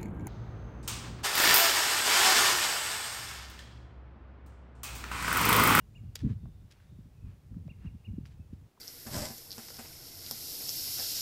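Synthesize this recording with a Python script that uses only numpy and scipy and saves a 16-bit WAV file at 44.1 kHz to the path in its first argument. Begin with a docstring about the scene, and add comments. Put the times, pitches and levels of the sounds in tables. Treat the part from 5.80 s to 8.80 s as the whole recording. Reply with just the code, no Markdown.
"""A quiet mountain overlook. Wind buffets the microphone in low, lumpy gusts, one of them a heavy thud.
Close by come a sharp click and two softer ones, perhaps a pole or boot on stones: each cracks, rings
and scatters off the rocks, among dull knocks and faint scuffs of grit. A small bird whistles four
chirps that rise and fall and linger among the trees. Far notes and a soft hiss of air lie behind."""
import sys
import numpy as np
from scipy import signal
from scipy.fft import rfft, irfft, next_fast_len
from scipy.io import wavfile
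from scipy.ndimage import uniform_filter1d

SR = 44100
rng = np.random.default_rng(int(sys.argv[2]) if len(sys.argv) > 2 else 0)


def master_out(mix):
    """Clip the mix to full scale and print it as 16-bit PCM to the path in sys.argv[1]."""
    frames = np.transpose(np.atleast_2d(mix))
    ceiling = np.clip(frames, -1, 1)
    pcm = np.round(ceiling * 32767).astype(np.int16)
    wavfile.write(sys.argv[1], SR, pcm)


N = 132300
TIME = np.arange(N) / SR


# How strong the wind is from moment to moment: t/s, level/dB
GUST_LEVELS = [(0, -55), (.15, -52.5), (.25, -44.5), (.39, -54), (.428, -35), (.45, -35), (.515, -30.5),
               (.55, -45.5), (.6, -51), (.655, -41), (.73, -51), (.84, -50.5), (.93, -62.5), (1.18, -49.5),
               (1.34, -57.5), (1.47, -41.5), (1.61, -61), (1.77, -39.5), (1.84, -49.5), (1.91, -50.5),
               (1.98, -50), (2.07, -48), (2.17, -47.5), (2.235, -59), (2.3, -38.5), (2.35, -45),
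               (2.44, -47.5), (2.53, -51), (2.66, -54), (2.83, -51), (2.87, -56.5), (2.91, -86), (3, -89)]
# The deep tone of the wind: f/Hz, level/dB
RUMBLE_TONE = [(15, -37.5), (30, -12), (52, -1), (100, -1), (135, -4), (200, -15), (300, -25), (450, -35),
               (800, -56), (2000, -90)]

def gusts(eddy_s=0.081):
    """Swirling air pushes on the microphone: a low rumble that swells with each gust."""
    rumble = colour(rng.standard_normal(N), RUMBLE_TONE)
    window = int(eddy_s * SR)
    power = uniform_filter1d(uniform_filter1d(rumble ** 2, window), window)
    even_rumble = rumble / np.sqrt(power + 1e-20)
    return amp(np.interp(TIME, *np.transpose(GUST_LEVELS))) * even_rumble


# Single swirls of air hitting the microphone: t/s, level/dB, f/Hz, rise/s
WIND_BUMPS = [(0.215, -44.5, 166, 0.007), (.237, -45, 206, 0.0066), (0.261, -39, 100, .008),
              (.29, -44.5, 112, 0.013), (0.446, -26.5, 235, 0.01), (.455, -23, 141.7, 0.0096),
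              (.47, -25, 177.6, 0.0052), (0.505, -28, 112.5, .016), (.509, -36, 218, 0.012),
              (0.567, -34.5, 107, 0.0092), (0.849, -49.5, 170, 0.0076), (.647, -40, 145, 0.0139),
              (.679, -48, 170, 0.016), (1.127, -46, 177, 0.0092), (1.167, -45, 151, 0.0044),
              (1.192, -39.5, 203, 0.0034), (1.266, -47, 174, 0.0095), (1.446, -41, 97, 0.0054),
              (1.494, -32.5, 116, 0.003), (1.724, -45.5, 199, 0.012), (1.77, -32, 170, 0.0039),
              (1.8, -46, 175, 0.0051), (1.857, -43.5, 210, 0.0053), (1.87, -34, 155, 0.0052),
              (1.915, -40, 184, 0.0042), (2.055, -33, 162, 0.0057), (2.076, -32.5, 76.5, 0.009),
              (2.152, -38, 160, 0.0036), (2.288, -37.5, 207, 0.0068), (2.315, -34.5, 75, 0.0099),
              (2.339, -37, 185, 0.0062), (2.385, -27, 208, 0.0023), (2.412, -40, 173, 0.0052),
              (2.436, -43.5, 141, .007), (2.599, -42.5, 199, .004), (2.609, -38, 85.6, .008),
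              (2.732, -36, 227, 0.0028), (2.739, -36, 88.5, 0.0078)]

def buffets(wobble_oct=0.24, wobble_hz=83.3, sag_oct=0.16):
    """Each swirl makes a low bump whose pitch wobbles and sinks as it passes."""
    wobble = unit(signal.lfilter(*signal.butter(2, wobble_hz, fs=SR), rng.standard_normal(N)))
    out = np.zeros(N)
    for at, db, hz, rise in WIND_BUMPS:
        sag = sag_oct * np.clip((TIME - at) / rise, -2, 2)
        pitch = hz * 2 ** (wobble_oct * wobble - sag)
        phase = 2 * np.pi * np.cumsum(pitch) / SR
        phase += 2 * np.pi * rng.random() - np.interp(at, TIME, phase)
        tone = np.cos(phase) + 0.097 * np.cos(2 * phase)  # plus a little of the octave above
        out += amp(db) * hump(at, rise, fall=1.72 * rise) * tone
    low_band = signal.butter(2, [37.6, 451], "band", fs=SR, output="sos")
    return signal.sosfiltfilt(low_band, out)


# Hard contacts, bunched into clicks: t/s, level/dB, ring/dB, low boost/dB, treble boost/dB
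CONTACTS = [(.3543, -25, -8, 11, 13), (0.3563, -14, -3, 1.5, -0.5), (0.3592, -33.5, -6, 8, -3),
            (.3644, -27, -14, 5, -8), (0.391, -32.5, -11, 5, -10), (0.9091, -43, -6, 11, -19),
            (0.913, -38, -16, -2, -7), (0.9225, -36, 0, -1, -4), (1.878, -46, -13, 7, -15),
            (2.4552, -33.5, -24, 17.5, -15), (2.4607, -39, -14, -13, -8), (2.4695, -44, -15, 6, -11)]
# The notes a contact rings with: f/Hz, level/dB, time to fade by 60 dB/s
RING_NOTES = [(1620, -15, .035), (2805, -8, .03), (3350, 0, .022), (3850, 0, .022), (4630, 1, .024),
              (5100, -4, .018), (5400, -4, .018), (5916, -8, .025), (7050, -1, .018), (9238, -10, .022),
              (10300, -7, .02), (10800, -9, .018), (12400, -5, .015)]
# The tone of the crack itself: f/Hz, level/dB
CRACK_TONE = [(200, -27), (900, -20.5), (1500, -11.5), (2800, -3.5), (3350, -3.5), (3600, -12.5),
              (3900, -1), (4220, -12), (4600, 2), (5700, 1), (6200, -4), (7100, -2), (8300, -10),
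              (11600, -11), (12500, -7.5), (15000, -16.5), (16000, -35.5)]
# The tone of the echo off the rocks: f/Hz, level/dB
ROCK_ECHO_TONE = [(300, -12), (1500, -12.5), (3500, -2), (6000, -7.5), (9000, -14.5), (12000, -29),
                  (16000, -15)]

def clicks(echo_db=-14, echo_s=0.34):
    """Each contact cracks and rings briefly; the rocks around scatter the sound."""
    out, t = np.zeros(N), TIME[:SR // 2]
    for at, db, ring_db, low_db, treble_db in CONTACTS:
        ring = np.zeros(len(t))
        for hz, note_db, fade_s in RING_NOTES:
            ring += amp(note_db) * fade(fade_s, len(t)) * np.sin(2 * np.pi * (hz * t + rng.random()))
        crack = colour(snap(fade_s=0.011, size=len(t)), CRACK_TONE)
        direct = normed(crack) + amp(ring_db) * normed(ring)
        echo = colour(burst(echo_s, len(t)), ROCK_ECHO_TONE)
        hit = normed(direct) + amp(echo_db) * normed(echo)
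        hit = colour(hit, [(1460, low_db), (4000, 0), (2360, 0), (12900, treble_db)])
        add(out, at, amp(db) * normed(hit))
    return out


# Dull knocks, perhaps loose stones: t/s, level/dB, f/Hz
STONE_TAPS = [(.3565, -51, 483), (.405, -53, 1550), (.501, -56.5, 1390), (.656, -51, 740),
              (1.001, -61, 1340), (1.742, -61, 1220), (1.880, -52, 520), (2.969, -65, 1450),
              (2.975, -58, 860)]

def knocks(half_width_oct=0.33):
    """A tapped stone stops ringing so fast that it has only a rough pitch."""
    out = np.zeros(N)
    for at, db, hz in STONE_TAPS:
        band = hz * 2 ** (half_width_oct * np.array([-1, 1]))
        tap = signal.lfilter(*signal.butter(2, band, "band", fs=SR), burst(fade_s=0.017, size=4096))
        add(out, at, amp(db) * tap / abs(tap).max())
    return out


# Scuffs on grit: t/s at the peak, rise/s, fall/s, level/dB, brightness/dB per octave
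GRIT_SCUFFS = [(0.403, 0.0083, 0.029, -62.5, 3), (.46, 0.021, 0.038, -67, -1.5),
               (.51, 0.032, 0.029, -64.5, 1), (0.92, 0.013, 0.016, -64.5, 4), (.97, 0.058, 0.13, -73, 1),
               (1.501, 0.052, 0.052, -71.5, -2), (2.06, 0.057, 0.023, -67, -2.5),
               (2.467, 0.013, 0.022, -68.5, 6), (2.52, 0.03, .025, -72, 3), (2.735, .012, 0.012, -76.5, 5)]
# The tone of crunching grit: f/Hz, level/dB
GRIT_TONE = [(300, -6), (900, 3.5), (1800, 5), (3500, -1), (5800, -8.5), (9000, -18.5), (12000, -24),
             (16000, -42)]

def scuffs(grains_per_s=4000, spread_db=3):
    """Grit crunches as a swell of tiny grains, each ticking at a random moment."""
    out = np.zeros(N)
    for at, rise, fall, db, tilt in GRIT_SCUFFS:
        sizes = amp(spread_db * np.minimum(rng.exponential(1, N), 3))
        signs = rng.choice([-1, 1], N)
        grains = sizes * signs * (rng.random(N) < grains_per_s / SR)
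        out += amp(db) * hump(at, rise, fall) * unit(colour(grains, GRIT_TONE, tilt))
    return out


# The small bird's chirps, each at its highest point: t/s, f/Hz, level/dB
BIRD_CHIRPS = [(.164, 2866, -56.5), (1.906, 2803, -56), (2.072, 2825, -58.5), (2.259, 2883, -56)]

def bird(climb_hz=1200, drop_hz=673, echo_db=-11):
    """Each whistle arches up and settles on a soft lower note; the trees echo it."""
    song = np.zeros(N)
    for at, top_hz, db in BIRD_CHIRPS:
        arch_hz = 384 * ((TIME - at) / 0.013) ** 2
        limit_hz = np.where(TIME < at, climb_hz, drop_hz)
        pitch = top_hz - limit_hz * np.tanh(arch_hz / limit_hz)  # levels off on both sides
        end_note = amp(-18) * hump(at + 0.03, rise=0.0068, fall=0.0068)
        level = hump(at, rise=0.013, fall=0.015) + end_note
        song += amp(db) * level * np.sin(2 * np.pi * np.cumsum(pitch) / SR)
    build_up = 1 - np.exp(-TIME[:SR] / 0.015)
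    forest = normed(burst(fade_s=1, size=SR) * build_up)
    return song + amp(echo_db) * signal.fftconvolve(song, forest)[:N]


# Far-off bird notes: t/s at the peak, rise and fall/s, f/Hz, pitch spread/Hz, level/dB
FAR_CALLS = [(.01, .04, 2854, 60, -78), (0.17, 0.06, 7150, 260, -82.5), (0.705, 0.17, 3600, 220, -86),
             (1.13, 0.11, 3650, 260, -84), (1.42, 0.095, 2530, 139, -81), (2.62, 0.11, 2600, 69.5, -84.5)]

def far_birds():
    """The forest smears distant notes into soft swells of noise around one pitch."""
    out = np.zeros(N)
    freqs = np.fft.rfftfreq(N, 1 / SR)
    for at, swell_s, hz, spread_hz, db in FAR_CALLS:
        band = np.exp(-((freqs - hz) / spread_hz) ** 2)
        smear = irfft(rfft(rng.standard_normal(N)) * band, N)
        out += amp(db) * hump(at, swell_s, swell_s) * unit(smear)
    return out


# The tone of the distant air: f/Hz, level/dB
AIR_TONE = [(30, 4), (200, 6.5), (400, 4), (700, -1.5), (1300, -7), (2500, -11), (5000, -14), (9000, -17.5),
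            (13000, -19.5), (15300, -17), (16000, -20.5)]

def air(level_db=-69):
    """Far-off air makes a steady, faint hiss."""
    return amp(level_db) * unit(colour(rng.standard_normal(N), AIR_TONE))


def amp(db):
    """Turns decibels into a number to multiply by."""
    return 10 ** (np.asarray(db) / 20)


def unit(x):
    """Scales a sound to an average power of 1."""
    return x / np.sqrt(np.mean(x ** 2) + 1e-20)


def normed(x):
    """Scales a sound to a total energy of 1."""
    return x / np.linalg.norm(x)


def add(mix, at, sound):
    """Mixes a sound in at a time in seconds."""
    part = mix[max(round(at * SR), 0):][:len(sound)]
    part += sound[:len(part)]


def hump(at, rise, fall):
    """A smooth swell that peaks at the given time."""
    return np.exp(-((TIME - at) / np.where(TIME < at, rise, fall)) ** 2)


def fade(fade_s, size):
    """A level that falls by 60 dB in fade_s seconds."""
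    return 1000 ** (-np.arange(size) / SR / fade_s)


def burst(fade_s, size):
    """Noise that dies away."""
    return rng.standard_normal(size) * fade(fade_s, size)


def snap(fade_s, size):
    """A dense, fast-dying crack, about equally strong from low to high."""
    level = fade(fade_s, size)
    crack = burst(fade_s, size)
    for _ in range(6):  # even out the tone, then squash the peaks and fade again
        spectrum = rfft(crack)
        even = unit(irfft(spectrum / (abs(spectrum) + 1e-12), size))
        crack = np.tanh(even / (unit(level) + 1e-9)) * level
    return crack


def colour(x, points, tilt_db=0):
    """Shapes a sound's tone through (f/Hz, level/dB) points, tilted by tilt_db per octave about 4 kHz."""
    size = 2 * next_fast_len(len(x))
    octave = np.log2(abs(np.fft.fftfreq(size, 1 / SR)) + 1)
    hz, db = np.transpose(points)
    lean = np.clip(octave - np.log2(4000), -3, 3)
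    log_gain = np.log(amp(np.interp(octave, np.log2(hz), db) + tilt_db * lean))
    response = np.exp(np.conj(signal.hilbert(log_gain)))  # rings after a hit, never before it
    return np.fft.ifft(np.fft.fft(x, size) * response).real[:len(x)]


def scene():
    """All the sounds meet at one microphone."""
    return (gusts() + buffets() + clicks() + knocks() + scuffs() + bird() + far_birds() + air())[None]


def record(dry, top_hz=15750):
    """Cuts away the very highest treble."""
    low_pass = signal.firwin(511, top_hz, window=("kaiser", 9), fs=SR)
    return signal.oaconvolve(dry, low_pass[None], "same")


dry = scene()
out = record(dry)
master_out(out)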